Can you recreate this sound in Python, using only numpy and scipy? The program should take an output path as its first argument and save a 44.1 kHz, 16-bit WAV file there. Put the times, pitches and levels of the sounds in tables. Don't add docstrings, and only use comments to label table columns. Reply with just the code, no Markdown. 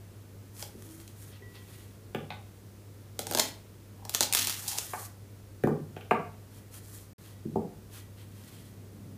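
import sys
import numpy as np
from scipy import signal
from scipy.fft import rfft, irfft
from scipy.io import wavfile

SR = 44100
rng = np.random.default_rng(int(sys.argv[2]) if len(sys.argv) > 2 else 0)


def store_wav(level_fs):
    pcm = np.round(np.clip(np.atleast_2d(level_fs), -1, 1) * 32767)
    wavfile.write(sys.argv[1], SR, pcm.T.astype(np.int16))


N = 404397
TIME = np.arange(N) / SR

# (frequency [Hz], spectrum level before scaling to unit power [dB per Hz])
FILM_CRACK_COLOUR = [(150, -27.5), (600, -9), (1300, -2), (2000, -0.5), (3200, 3.5), (6000, 2.5),
                     (10000, -1), (15500, -2.5)]
# (time [s], drumming relative to the crackle [dB], pitch of the sheet's modes [ratio])
SHEET_TAUTNESS = [(3.33, -1.5, 1.0), (3.41, -13, 1.0), (4.2, -22, 1.15)]


def from_db(db):
    return 10 ** (np.asarray(db) / 20)


def rms_one(x):
    return x / np.sqrt(np.mean(x ** 2) + 1e-20)


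def level(rows, column):
    rows = np.array(rows)
    return from_db(np.interp(TIME, rows[:, 0], rows[:, column], left=-200, right=-200))


def at_hz(points, hz):
    table_hz, value = np.transpose(points)
    return np.interp(np.log(np.maximum(hz, 1)), np.log(table_hz), value)


def colour(x, spectrum, size=4096):
    gain = rms_one(from_db(at_hz(spectrum, np.fft.rfftfreq(size, 1 / SR))))
    cepstrum = irfft(np.log(gain))
    cepstrum[1:size // 2] *= 2
    cepstrum[size // 2 + 1:] = 0
    return signal.oaconvolve(x, irfft(np.exp(rfft(cepstrum))))[:N]


def butterworth(x, order, edge_hz, kind):
    return signal.sosfilt(signal.butter(order, edge_hz, kind, fs=SR, output="sos"), x)


def drift(per_s):
    return rms_one(np.interp(TIME * per_s, np.arange(N), rng.standard_normal(N)))


def add(track, s, sound):
    start = round(s * SR)
    track[start:start + len(sound)] += sound[:N - start]


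def swell(s, length):
    return np.clip(1 - ((TIME - s) / length) ** 2, 0, 1) ** 2


def build_and_die(s, db, build_s, die_s):
    return from_db(db - 20 * np.maximum((s - TIME) / build_s, (TIME - s) / die_s))


def ringing(modes, spread_db):
    t = np.arange(SR // 2) / SR
    hz, db, t60 = np.array(modes).T[:, :, None]
    sign = (-1) ** np.arange(len(hz))[:, None]
    strength_db = db + spread_db * rng.standard_normal(hz.shape)
    decay = from_db(strength_db - 60 * t / t60)
    return np.sum(sign * decay * np.sin(2 * np.pi * hz * t), axis=0)


def grains(per_s, spread_db):
    sizes = from_db(spread_db * np.minimum(rng.exponential(1, N), 4))
    happens = rng.random(N) < per_s / SR
    return rms_one(happens * sizes * rng.standard_normal(N))


def in_kitchen(x, wet_db, first_echo_s=0.0034):
    # (frequency [Hz], time to die 60 dB [s])
    room_t60 = [(100, 0.76), (300, 0.37), (900, 0.39), (3000, 0.35), (7000, 0.25), (15000, 0.23)]
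    t = np.arange(SR * 3 // 4) / SR
    density = np.clip((t / .04) ** 2, .03, 1)
    present = (rng.random(len(t)) < density) * (t > first_echo_s)
    echoes = rng.standard_normal(len(t)) * present / np.sqrt(density)
    hz, when, cells = signal.stft(echoes, SR, nperseg=256)
    decay = from_db(-60 * when / at_hz(room_t60, hz)[:, None])
    tail = signal.istft(cells * decay, SR)[1]
    return x + from_db(wet_db) * signal.oaconvolve(x, tail / np.linalg.norm(tail))[:N]


def knocks(blows, modes, clatter, clatter_s, tick_db=-31):
    out, t = np.zeros(N), TIME[:SR // 2]
    for s, db, hard_hz, low_hz in blows:
        contact = clatter * rng.standard_normal(len(t)) * np.exp(-t / clatter_s)
        blow = ringing(modes, spread_db=1.5) + contact
        blow = butterworth(blow, 6, hard_hz, "low")
        blow = blow + from_db(tick_db) * hard_hz / 1000 * contact * np.exp(-t / .003)
        blow = butterworth(blow, 2, low_hz, "high")
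        add(out, s, from_db(db) * blow / np.abs(blow).max())
    return out


def background(air_db=-52.5, hum_db=-51, hum_hz=100, overtone_db=-15):
    # (frequency [Hz], spectrum level before scaling to unit power [dB per Hz])
    air_colour = [(18, -42), (43, -13.5), (69, -11), (86, -12.5), (103, -3), (128, -12), (196, -14.5),
                  (438, -18.5), (769, -29.5), (1180, -31.5), (3000, -37.5), (15000, -39.5)]
    phase = 2 * np.pi * hum_hz * TIME
    hum = np.sqrt(2) * (np.sin(phase) + from_db(overtone_db) * np.sin(2 * phase))
    waver = from_db(.7 * drift(per_s=12))
    air = colour(rng.standard_normal(N), air_colour)
    return from_db(air_db) * air + from_db(hum_db) * waver * hum


def waft(low_hz=130, high_hz=260):
    # (time [s], level [dB])
    stirred_air = [(8.1, -60), (8.9, -57), (9.17, -48.5)]
    rumble = butterworth(rng.standard_normal(N), 2, [low_hz, high_hz], "band")
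    return level(stirred_air, column=1) * rms_one(rumble)


def table_knocks():
    # (time [s], peak level [dB], contact hardness [Hz], lowest pitch driven [Hz])
    table_blows = [(0.748, -40, 480, 180), (2.1475, -21, 3200, 80), (5.637, -24, 1900, 1300),
                   (5.6375, -13, 720, 90), (5.672, -19.5, 1250, 220), (5.688, -20, 500, 170),
                   (7.451, -24.5, 350, 110)]
    # (mode frequency [Hz], strength [dB], time to die 60 dB [s])
    table_modes = [(147, -1.5, 0.09), (200, 5, 0.028), (247, 0.5, 0.06), (325, -1, 0.06), (400, 4, 0.033),
                   (570, -2, 0.025), (660, -6, 0.03), (800, -1, 0.02), (1170, -9, 0.028), (1600, -8, 0.012),
                   (2400, -8, 0.012), (3400, -2, 0.007)]
    return knocks(table_blows, table_modes, clatter=1.0, clatter_s=0.0057, tick_db=-23)


def roll_knocks():
    # (time [s], peak level [dB], contact hardness [Hz], lowest pitch driven [Hz])
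    roll_blows = [(4.934, -22.5, 2450, 450), (5.964, -29, 750, 380), (5.9645, -35, 3100, 1700),
                  (6.009, -38, 3000, 3200), (6.1095, -11.5, 2500, 520), (6.1135, -12, 1250, 240),
                  (7.5565, -16.5, 800, 70), (7.566, -18.5, 450, 80)]
    # (mode frequency [Hz], strength [dB], time to die 60 dB [s])
    roll_modes = [(160, -3, 0.06), (230, -5, 0.03), (393, -1, 0.04), (500, 0, 0.016), (694, 0, 0.03),
                  (872, -2, 0.02), (1165, -2, 0.022), (1427, -6, 0.018), (1620, -7.5, 0.018),
                  (2520, -13, 0.009), (2780, -16, 0.016)]
    return knocks(roll_blows, roll_modes, clatter=1.0, clatter_s=0.009)


def knife_knocks():
    # (time [s], peak level [dB], contact hardness [Hz], lowest pitch driven [Hz])
    knife_blows = [(2.304, -27.5, 4300, 450), (2.322, -35, 4000, 600), (4.9345, -28, 1900, 550)]
    # (mode frequency [Hz], strength [dB], time to die 60 dB [s])
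    knife_modes = [(743, -2, .03), (845, -5, .06), (1100, 0, .02), (1500, -17.5, .35), (2070, -2, .014),
                   (2500, 0, .012), (3730, -3, .008)]
    return knocks(knife_blows, knife_modes, clatter=1.0, clatter_s=0.008)


def glass_bowl(rubbed, glass_db=-41):
    # (time [s], peak level [dB], contact hardness [Hz], lowest pitch driven [Hz])
    glass_touches = [(1.422, -42, 2400, 200), (1.556, -49, 1400, 1100), (3.399, -32, 7000, 4500)]
    # (mode frequency [Hz], strength [dB], time to die 60 dB [s])
    bowl_modes = [(398, 0, .2), (1036, -21, .35), (1945, -7, .45), (3185, -8, .25), (4355, -9, .2)]
    touched = knocks(glass_touches, bowl_modes, clatter=0.19, clatter_s=0.0011)
    sympathetic = signal.oaconvolve(rubbed, ringing(bowl_modes, spread_db=1))[:N]
    return touched + from_db(glass_db) * sympathetic


def squeak(waver=.012):
    # (time [s], mean pitch [Hz], level [dB])
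    squeak_path = [(0.801, 385, -64.5), (0.88, 323, -52.5), (0.95, 320, -53.5), (1.12, 355, -66)]
    s, hz, _ = np.transpose(squeak_path)
    pitch = np.interp(TIME, s, hz) * (1 + waver * drift(per_s=49))
    tone = np.sqrt(2) * np.sin(2 * np.pi * np.cumsum(pitch) / SR)
    return level(squeak_path, column=2) * tone


def peeling(start_s=4.3, end_s=5.075, attack_s=0.28, release_s=0.015, peel_db=-46):
    ramps = np.minimum((TIME - start_s) / attack_s, (end_s - TIME) / release_s)
    return from_db(peel_db) * np.clip(ramps, 0, 1)


def sliding(hiss_trim_db=4.5, rub_trim_db=-1, crinkle_db=-12):
    # (middle [s], half length [s], sliding hiss before trim [dB], rubbing before trim [dB])
    hand_strokes = [(0.623, 0.11, -55.5, -63.5), (0.934, 0.29, -63, -73), (1.243, 0.11, -60, -65),
                    (1.345, 0.05, -74, -57), (1.565, 0.03, -75, -55), (1.72, 0.3, -65.5, -63),
                    (6.56, 0.072, -64, -66), (6.755, 0.056, -56, -60.5), (6.937, 0.16, -58, -75),
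                    (7.27, 0.12, -66, -63.5), (7.967, 0.089, -59, -58), (8.21, 0.06, -66, -59),
                    (8.52, 0.3, -65, -63)]
    # (frequency [Hz], spectrum level before scaling to unit power [dB per Hz])
    hiss_colour = [(300, -17), (1500, -7), (3000, -15), (6000, -5.5), (10000, -2.5), (13500, -4.5),
                   (16000, -11)]
    rub_colour = [(200, -0.5), (600, -5), (1600, -4.5), (3000, -1.5), (5000, -6), (9000, -49), (16000, -43)]
    hiss, rub = np.zeros(N), np.zeros(N)
    for s, length, slide_db, palm_db in hand_strokes:
        hiss += from_db(slide_db + hiss_trim_db) * swell(s, length)
        rub += from_db(palm_db + rub_trim_db) * swell(s, length)
    grip = from_db(2 * drift(per_s=78))
    fine_slips = grip * (hiss + peeling()) * grains(per_s=14000, spread_db=2.5)
    crinkles = from_db(crinkle_db) * hiss * grains(per_s=35, spread_db=1.5)
    palm_slips = grip * rub * grains(per_s=7000, spread_db=0.5)
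    return (colour(fine_slips, hiss_colour) + colour(crinkles, FILM_CRACK_COLOUR)
            + colour(palm_slips, rub_colour))


def creases(flick_s=0.0012):
    # (time [s], level of the whole tick's energy [dB])
    crease_flicks = [(0.566, -31), (0.823, -27), (1.001, -27), (1.078, -25), (1.556, -34), (3.217, -23)]
    out, t = np.zeros(N), TIME[:SR // 50]
    for s, db in crease_flicks:
        tick = rng.standard_normal(len(t)) * np.exp(-t / flick_s)
        add(out, s, from_db(db) * tick / np.linalg.norm(tick))
    return colour(out, FILM_CRACK_COLOUR)


def blade_scrape(low_hz=810, high_hz=1040, high_db=-9, sharpness=7, catch_db=4):
    # (middle [s], half length [s], level [dB])
    sawing = [(3.43, 0.06, -51), (4.03, 0.11, -60), (4.39, 0.17, -53), (4.72, 0.1, -47)]
    slips = grains(per_s=900, spread_db=2.5) * from_db(catch_db * drift(per_s=45))
    low = signal.lfilter(*signal.iirpeak(low_hz, sharpness, fs=SR), slips)
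    high = signal.lfilter(*signal.iirpeak(high_hz, sharpness, fs=SR), slips)
    strokes = sum(from_db(db) * swell(s, length) for s, length, db in sawing)
    return strokes * rms_one(low - from_db(high_db) * high)


def rips(low_hz=4400, high_hz=12000, attack_s=0.004):
    # (time [s], level before the band filter [dB], time to die 20 dB [s])
    quick_rips = [(4.591, -36, 0.03), (4.679, -26.5, 0.08), (4.777, -35, 0.03), (4.786, -29, 0.015)]
    run = sum(build_and_die(s, db, attack_s, die_s) for s, db, die_s in quick_rips)
    zips = run * grains(per_s=6000, spread_db=2)
    return butterworth(zips, 2, [low_hz, high_hz], "band")


def film_tear(drum_low_hz=105, drum_high_hz=520):
    # (greatest strain [s], crackle level [dB], 20 dB build [s], 20 dB decay [s])
    pushes = [(3.2, -49, 0.0054, 0.12), (3.395, -34.5, 0.12, 0.11), (4.15, -43, 0.08, 0.08),
              (4.229, -31.5, 0.03, 0.04), (4.365, -29.5, 0.05, 0.19), (4.495, -37.5, 0.12, 0.085),
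              (4.71, -40.5, 0.08, 0.2)]
    strain = sum(build_and_die(*push) for push in pushes)
    fits = from_db(3 * drift(per_s=90)) * strain
    ruptures = grains(per_s=2200, spread_db=3.5)
    drumming = rms_one(butterworth(ruptures, 2, [drum_low_hz, drum_high_hz], "band"))
    s, drum_db, _ = np.transpose(SHEET_TAUTNESS)
    drum_gain = from_db(np.interp(TIME, s, drum_db))
    return colour(fits * ruptures, FILM_CRACK_COLOUR) + fits * drum_gain * drumming


def film_snaps(crack_trim_db=-2):
    # (time [s], base level [dB], sheet thump relative to base level [dB])
    loud_snaps = [(0.626, -17, -16), (3.192, -10.5, -14), (3.269, -15, -15.5), (3.312, -13.5, -11),
                  (3.324, -17, -13), (3.336, -16, -12), (3.349, -4.5, -13.5), (3.3738, -8, -13),
                  (3.3866, -7, -15), (3.396, -2.5, -16), (3.3987, 0, -29), (4.052, -23.5, -14.5),
                  (4.095, -12.5, -25.5), (4.141, -16, -25), (4.1484, -0.5, -26), (4.2076, 2, -21),
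                  (4.2219, -14, -20), (4.228, -6, -27), (4.2334, -7, -27), (4.3264, -5, -33),
                  (4.336, -2.5, -42), (4.349, 2.5, -27), (4.3935, -6, -28), (4.4495, -13, -26),
                  (4.472, -6, -26), (4.4965, -12, -28), (4.7854, -7, -25)]
    # (mode frequency at tautness ratio 1 [Hz], strength [dB], time to die 60 dB [s])
    sheet_modes = [(235, -6, 0.032), (330, -8, 0.05), (575, 2.5, 0.017), (714, -1, .015), (819, 0, 0.025),
                   (987, -11.5, 0.025), (1520, -5, 0.018)]
    t = np.arange(SR // 50) / SR
    cracks, thumps = np.zeros(N), np.zeros(N)
    taut_s, _, taut_ratio = np.transpose(SHEET_TAUTNESS)
    for s, db, sheet_db in loud_snaps:
        crack = .14 * rng.standard_normal(len(t)) * np.exp(-t / .002)
        crack[0] = 1
        pitch_hz = rng.uniform(5000, 14000)
        crack = crack + 1.2 * signal.lfilter(*signal.iirpeak(pitch_hz, 1.3, fs=SR), crack)
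        add(cracks, s, from_db(db + crack_trim_db) * crack)
        tension = np.interp(s, taut_s, taut_ratio) * rng.uniform(.88, 1.12)
        thump = ringing(np.array(sheet_modes) * [tension, 1, 1], spread_db=2.0)
        add(thumps, s, from_db(db + sheet_db) * thump / np.abs(thump).max())
    return colour(cracks, FILM_CRACK_COLOUR) + butterworth(thumps, 2, 280, "high")


def scene():
    rubbed = sliding()
    film = film_snaps() + film_tear() + rips() + blade_scrape() + creases() + rubbed + glass_bowl(rubbed)
    knocking = table_knocks() + roll_knocks() + knife_knocks()
    echoing = in_kitchen(film, wet_db=-6.0) + in_kitchen(knocking, wet_db=-3.3)
    return (echoing + squeak() + waft() + background())[None]


def record(dry, ceiling=.8, cutoff_hz=15400):
    # (start [s], end [s])
    drop_start, drop_end = (7.134, 7.181)
    live = np.clip(np.maximum(drop_start - TIME, TIME - drop_end) / .002, 0, 1)
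    rounded = ceiling * np.tanh(dry / ceiling)
    top_cut = signal.ellip(12, .1, 85, cutoff_hz, fs=SR, output="sos")
    return signal.sosfilt(top_cut, rounded * live)


dry = scene()
out = record(dry)
store_wav(out)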